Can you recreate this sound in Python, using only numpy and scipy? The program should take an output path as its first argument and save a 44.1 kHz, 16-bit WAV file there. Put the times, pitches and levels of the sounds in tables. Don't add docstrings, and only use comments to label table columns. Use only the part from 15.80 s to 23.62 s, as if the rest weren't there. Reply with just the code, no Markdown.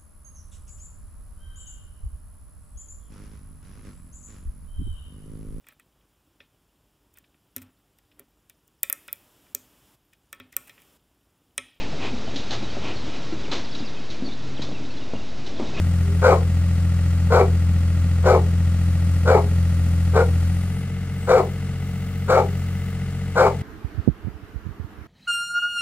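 import sys
import numpy as np
from scipy import signal
from scipy.fft import rfft, irfft, next_fast_len
from scipy.io import wavfile
from scipy.ndimage import uniform_filter1d, minimum_filter1d, map_coordinates

SR = 44100
rng = np.random.default_rng(int(sys.argv[2]) if len(sys.argv) > 2 else 0)


def store_wav(level_fs):
    pcm = np.round(np.clip(np.atleast_2d(level_fs), -1, 1) * 32767)
    wavfile.write(sys.argv[1], SR, pcm.T.astype(np.int16))


N = 344862
T = np.arange(N) / SR


def amp(db):
    return 10 ** (np.asarray(db) / 20)


def unit(x):
    return x / np.sqrt(np.mean(x ** 2) + 1e-20)


def along(points, hz):
    f, v = np.transpose(points)
    return np.interp(np.log(hz + 1), np.log(f + 1), v)


def ramp(t, middle, ramp_s):
    return np.clip(.5 + (t - middle) / ramp_s, 0, 1)


def held(start, end, ramp_s):
    return ramp(T, start, ramp_s) - ramp(T, end, ramp_s)


def wobble(rate, size=N):
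    knots = rng.standard_normal(int(size * rate / SR) + 4)
    return map_coordinates(knots, [np.arange(size) * rate / SR], order=2)


def filtered(x, response):
    size = x.shape[-1]
    padded = next_fast_len(size + 8192)
    return irfft(rfft(x, padded) * response(np.fft.rfftfreq(padded, 1 / SR)), padded)[..., :size]


def coloured(x, spectrum):
    return unit(filtered(x, lambda hz: amp(along(spectrum, hz))))


def microphone(direct, scattered, alike, pan, lead_ms):
    turn = lambda hz: np.arccos(np.clip(along(alike, hz), -1, 1)) / 2
    mid = filtered(direct, lambda hz: np.cos(turn(hz)))
    side = filtered(scattered, lambda hz: np.sin(turn(hz)))
    ports = np.array([[.5], [-.5]])
    bearing = lambda hz: amp(ports * along(pan, hz)) * np.exp(2j * np.pi * hz * lead_ms / 1000 * ports)
    return filtered(np.array([mid + side, mid - side]), bearing)


# multiple of the four-stroke cycle, relative level/dB loaded, and running free
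ENGINE_LINES = [(3, -36.5, -39.5), (4, -61, -56), (5, -69, -61), (6, -18, -28.5), (7, -73, -59),
                (8, -56, -95), (9, -32.5, -32.5), (10, -41, -70), (11, -55.5, -49.5), (12, -29.5, -35.5),
                (13, -57.5, -46), (14, -81, -49.5), (15, -49, -56), (16, -59.5, -66), (17, -68, -53),
                (20, -46, -61), (21, -54, -83), (30, -70, -53.5), (40, -75, -61)]
def exhaust_and_pump(cycle, load, waver_db=.5, waver_rad=.12, dispersion=.081):
    out = np.zeros(N)
    for k, loaded_db, free_db in ENGINE_LINES:
        unsteady = 1 if k in (3, 6, 9, 12, 15, 20, 40) else 3
        level = load * amp(loaded_db) + (1 - load) * amp(free_db)
        smear = dispersion * (1 - load) * (min(k, 15) - 6) ** 2
        phase = 2 * np.pi * k * cycle - smear + unsteady * waver_rad * wobble(6.7)
        out -= np.sqrt(2) * level * amp(unsteady * waver_db * wobble(14)) * np.cos(phase)
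    return amp(-.14) * out


def knocks(cycle, depth_db):
    return unit(amp(depth_db * np.cos(2 * np.pi * 3 * cycle)))


# f/Hz, level/dB
RUMBLE_COLOUR = [(15, -29), (40, -11), (70, -4.5), (130, -1), (190, 2), (250, -9), (340, -17.5), (500, -43)]
def rumble(load):
    return amp(-36.5 + 2 * load) * coloured(rng.standard_normal(N), RUMBLE_COLOUR)


# f/Hz, level/dB
LOADED_RATTLE = [(200, -36), (340, -11.5), (430, -3.5), (570, -3), (680, -7), (780, -5), (990, -14),
                 (1370, -6), (1580, -10), (2000, -7.5), (2400, -14.5), (2850, -12), (3500, -18.5),
                 (5000, -34)]
FREE_RATTLE = [(200, -34), (340, -8), (470, -0.5), (580, -11.5), (750, -4.5), (990, -15.5), (1300, -8),
               (1650, -9.5), (1950, -7.5), (2150, -5.5), (2350, -16), (2900, -12), (3600, -20), (5000, -36)]
def clatter(cycle, load, repeat_share=.8, uneven_db=1.0):
    def each_cycle(knots):
        return map_coordinates(rng.standard_normal(knots), [cycle % 1 * knots], order=3, mode="grid-wrap")

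    pattern, accents = each_cycle(3072), each_cycle(24)
    rattle = np.sqrt(repeat_share) * pattern + np.sqrt(1 - repeat_share) * rng.standard_normal(N)
    rattle *= amp(uneven_db * accents) * knocks(cycle, depth_db=2.1)
    blend = load * coloured(rattle, LOADED_RATTLE) + (1 - load) * coloured(rattle, FREE_RATTLE)
    return amp(-43.5 + 1.36 * load) * blend


# f/Hz, level/dB
OIL_HISS = [(2500, -34), (3800, 2.5), (4600, 3.5), (5600, 1), (6700, 0), (7400, 2.5), (8200, -2), (9400, 2),
            (10300, -11), (11800, -12.5), (13000, -10), (15800, -14)]
CYLINDER_HISS = [(7800, -32), (8900, 0), (9700, -2), (10400, -16), (11300, -7), (12300, -5), (13000, -15),
                 (15000, -22)]
BOOM_HISS = [(8000, -35), (11500, -7), (13300, 0), (14500, 2), (15800, -3)]
# opens t/s, closes t/s, jet level/dB on opening
CYLINDER_OPENINGS = [(-2, .45, -62), (3, 5.04, -58)]
BOOM_OPENINGS = [(5.35, 5.77, -57.5), (6.0, 7.14, -57.5)]
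def oil(load, travel_s=.07, swell_db_per_s=1.4):
    cylinder_open = sum(held(start, end, travel_s) for start, end, _ in CYLINDER_OPENINGS)
    hiss = amp(-52.5 + 4 * load + .3 * cylinder_open) * coloured(rng.standard_normal(N), OIL_HISS)
    for openings, jet in ((CYLINDER_OPENINGS, CYLINDER_HISS), (BOOM_OPENINGS, BOOM_HISS)):
        level = sum(amp(db + swell_db_per_s * (T - start)) * held(start, end, travel_s)
                    for start, end, db in openings)
        hiss += level * coloured(rng.standard_normal(N), jet)
    return hiss


# start t/s, end t/s, load 0-1
ARM_STROKES = [(-1, 4.83, 1), (6.5, 7, 0.25)]
# f/Hz, left-right likeness
MACHINE_LIKENESS = [(130, 0.86), (300, 4), (640, 0.7), (1400, 1.8), (3100, 0.5), (7000, 0.27),
                    (15000, -0.5)]
# f/Hz, left minus right level/dB
MACHINE_BALANCE = [(100, 1.24), (700, 2.3), (2400, 1.9), (4400, 1.8), (8100, 4.6), (15000, 6.4)]
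def excavator(free_hz=91.0, droop_hz=5.5):
    load = np.clip(sum(share * held(start, end, ramp_s=.34) for start, end, share in ARM_STROKES), 0, 1)
    exhaust_hz = (free_hz - droop_hz * load ** 2) * (1 + .003 * wobble(2))
    cycle = np.cumsum(exhaust_hz) / SR / 6
    drift = amp(.26 * wobble(4.01))
    flow = amp(.27 * wobble(14)) * knocks(cycle, depth_db=1.5)

    def noises():
        return rumble(load) + drift * (flow * oil(load) + clatter(cycle, load))

    direct = exhaust_and_pump(cycle, load) + noises() + valve_whistle()
    scattered = noises()
    return microphone(direct, scattered, MACHINE_LIKENESS, MACHINE_BALANCE, lead_ms=.065)


def whine(start_s=.25, end_s=.363, start_hz=396, rise_hz_per_s=107):
    pitch = (start_hz + rise_hz_per_s * (T - start_s)) * (1 + .011 * wobble(62))
    level = amp(-39) * held(start_s, end_s, ramp_s=.08)
    return level * np.sqrt(2) * np.sin(2 * np.pi * np.cumsum(pitch) / SR)


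# f/Hz, level/dB
THROAT_OPEN = [(200, -17), (300, -21.5), (380, -6), (505, 1), (640, -3.5), (850, -8.5), (1150, -10),
               (1510, -4.5), (1690, -23), (2130, -24), (2340, -20), (2560, -38), (4000, -50)]
THROAT_HALF = [(200, -14), (300, -27), (380, -6.5), (510, 1.5), (640, -4), (800, -1), (1000, -14.5),
               (1300, -6.5), (1480, -17), (1690, -26), (2130, -21), (2300, -14.5), (2560, -34), (4000, -50)]
THROAT_CLOSING = [(200, -21), (300, -12), (385, -1.5), (480, -0.5), (640, -4.5), (780, -3.5), (1080, -6),
                  (1280, -17), (1560, -35), (2000, -36), (2250, -23), (2550, -41), (4000, -57)]
def throat(x, jaw, bright_db, sounding):
    def shaped(spectrum):
        lift_db = lambda hz: bright_db * np.exp(-((hz - 1510) / 300) ** 2)
        return filtered(x, lambda hz: amp(along(spectrum, hz) + lift_db(hz)))

    wide, shut = np.maximum(2 * jaw - 1, 0), np.maximum(1 - 2 * jaw, 0)
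    half = 1 - wide - shut
    voice = wide * shaped(THROAT_OPEN) + half * shaped(THROAT_HALF) + shut * shaped(THROAT_CLOSING)
    return voice / np.std(voice[sounding])


def effort(t, length, attack_s=.0077, release_s=.013, release_db_per_s=700):
    lead_in = amp(-10) * ramp(t, middle=-.013, ramp_s=.011)
    attack = np.maximum(lead_in, ramp(t, attack_s / 2, attack_s))
    return attack * amp(-release_db_per_s * np.maximum(t - length + release_s, 0))


# f/Hz, level/dB
BREATH_RASP = [(1500, -27), (2700, -2), (3600, 5.5), (4250, 9), (5200, 3), (6600, 2.5), (7750, 5),
               (8700, -17), (11600, -11), (13000, -29), (15800, -23)]
def bark(t, length, top_hz, closing_s, hoarse, bright_db, jitter=.0324, shimmer_db=3.0):
    size, sounding = len(t), (t > 0) & (t < length)
    jaw = 1 - ramp(t, closing_s, ramp_s=.088)
    clear = np.exp(-((t / length - .58) / .24) ** 2)
    air_share = np.clip(hoarse * (.63 - .32 * clear), 0, 1)
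    scoop = .07023 * np.exp(-np.maximum(t, 0) / .0185)
    drop = .21 * (1 + np.tanh((t - closing_s) / .0091)) / 2
    pitch = top_hz * (1 - scoop - drop) * (1 + jitter * wobble(261.2, size))
    phase = 2 * np.pi * np.cumsum(pitch) / SR
    pulses = sum(np.cos(k * phase) / k ** 1.04 for k in range(1, 7))
    pulses *= amp(shimmer_db * wobble(147.9, size))
    air = rng.standard_normal(size) * (1 + .5 * np.cos(phase)) * amp(1.65 * wobble(192.3, size))
    voiced = throat(pulses, jaw, bright_db, sounding)
    breath = throat(air, jaw, bright_db, sounding)
    rasp = amp(-32.5 + 10 * jaw) * coloured(air, BREATH_RASP)
    return effort(t, length) * (np.sqrt(1 - air_share) * voiced + np.sqrt(air_share) * (breath + rasp))


# delay t/ms, level/dB
WALL_ECHOES = [(7.7, -17), (13.35, -8), (15.7, -24), (31.6, -15)]
def walls(x):
    echoes = lambda hz: sum(amp(db) * np.exp(-2j * np.pi * hz * ms / 1000) for ms, db in WALL_ECHOES)
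    return filtered(x, lambda hz: 1 + echoes(hz))


# f/Hz, t/s to fall by 60 dB
YARD_DECAY = [(300, 0.35), (800, 0.23), (1500, 0.15), (4000, 0.3), (12000, 0.24)]
def yard(x, build_up_s):
    hz, t, noise = signal.stft(rng.standard_normal(SR // 2), SR, nperseg=256)
    envelope = amp(-60 * t / along(YARD_DECAY, hz)[:, None]) * (1 - np.exp(-t / build_up_s))
    _, tail = signal.istft(noise * envelope, SR, nperseg=256)
    return signal.fftconvolve(x, tail / np.linalg.norm(tail))[:len(x)]


# onset t/s, length t/s, level/dB, top f/Hz, t/s from onset to half-shut jaw and pitch break,
# hoarseness factor, brightness/dB
BARK_ROW = [ (0.433, 0.12, -13, 508, .072, 1.55, 0.5), (1.517, 0.11, -14, 494.5, 0.083, 0.98, -1),
            (2.453, 0.12, -14, 515, 0.069, 1.34, 0), (3.468, 0.13, -14.5, 522, 0.073, 1.11, 0.5),
            (4.350, 0.075, -15.5, 462, 0.092, 0.9, -0.5), (5.488, 0.12, -12.5, 517, 0.076, 0.93, 1.5),
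            (6.494, 0.12, -14, 525.2, .074, 1.44, 3.5), (7.568, 0.12, -13.5, 508, 0.076, 1.3, 1), ]
# f/Hz, left-right likeness
DOG_LIKENESS = [(300, 1), (700, 0.94), (1400, 0.83), (3000, 0.72), (8000, 0.49), (15000, 0.31)]
# f/Hz, left minus right level/dB
DOG_BALANCE = [(200, 1), (380, 2.1), (700, 3.9), (1300, 4.1), (2400, 0.99), (8000, 0.69), (15000, 2)]
def dog():
    direct, scattered = np.pad(whine(), (0, SR)), np.zeros(N + SR)
    t = np.arange(-SR // 20, SR // 2) / SR
    for onset, length, db, top_hz, closing_s, hoarse, bright_db in BARK_ROW:
        call = bark(t, length, top_hz, closing_s, hoarse, bright_db)
        heard = walls(call) + amp(-11) * yard(call, build_up_s=.02)
        gain = amp(db) / np.std(heard[(t > 0) & (t < length)])
        start = round((onset + t[0]) * SR)
        direct[start:start + len(t)] += gain * heard
        scattered[start:start + len(t)] += gain * amp(-1) * yard(call, build_up_s=.0012)
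    return microphone(direct[:N], scattered[:N], DOG_LIKENESS, DOG_BALANCE, lead_ms=-.1)


def valve_whistle(start_hz=8900, sag_hz=1250, settle_s=.06, rise_s=.078, fade_db_per_s=50):
    age = np.maximum(T - BOOM_OPENINGS[0][0], 0)
    pitch = (start_hz - sag_hz * (1 - np.exp(-age / settle_s))) * (1 + .011 * wobble(700))
    level = np.minimum(age / rise_s, 1) * amp(-42 - fade_db_per_s * age)
    return level * np.sqrt(2) * np.sin(2 * np.pi * np.cumsum(pitch) / SR)


def scene():
    return excavator() + dog()


def record(dry):
    ceiling, window, top_hz = .96, 256, 15800
    needed = np.minimum(1, ceiling / (np.abs(dry).max(axis=0) + 1e-9))
    gain = uniform_filter1d(minimum_filter1d(needed, 2 * window), window)
    return filtered(dry * gain, lambda hz: hz < top_hz)


dry = scene()
out = record(dry)
store_wav(out)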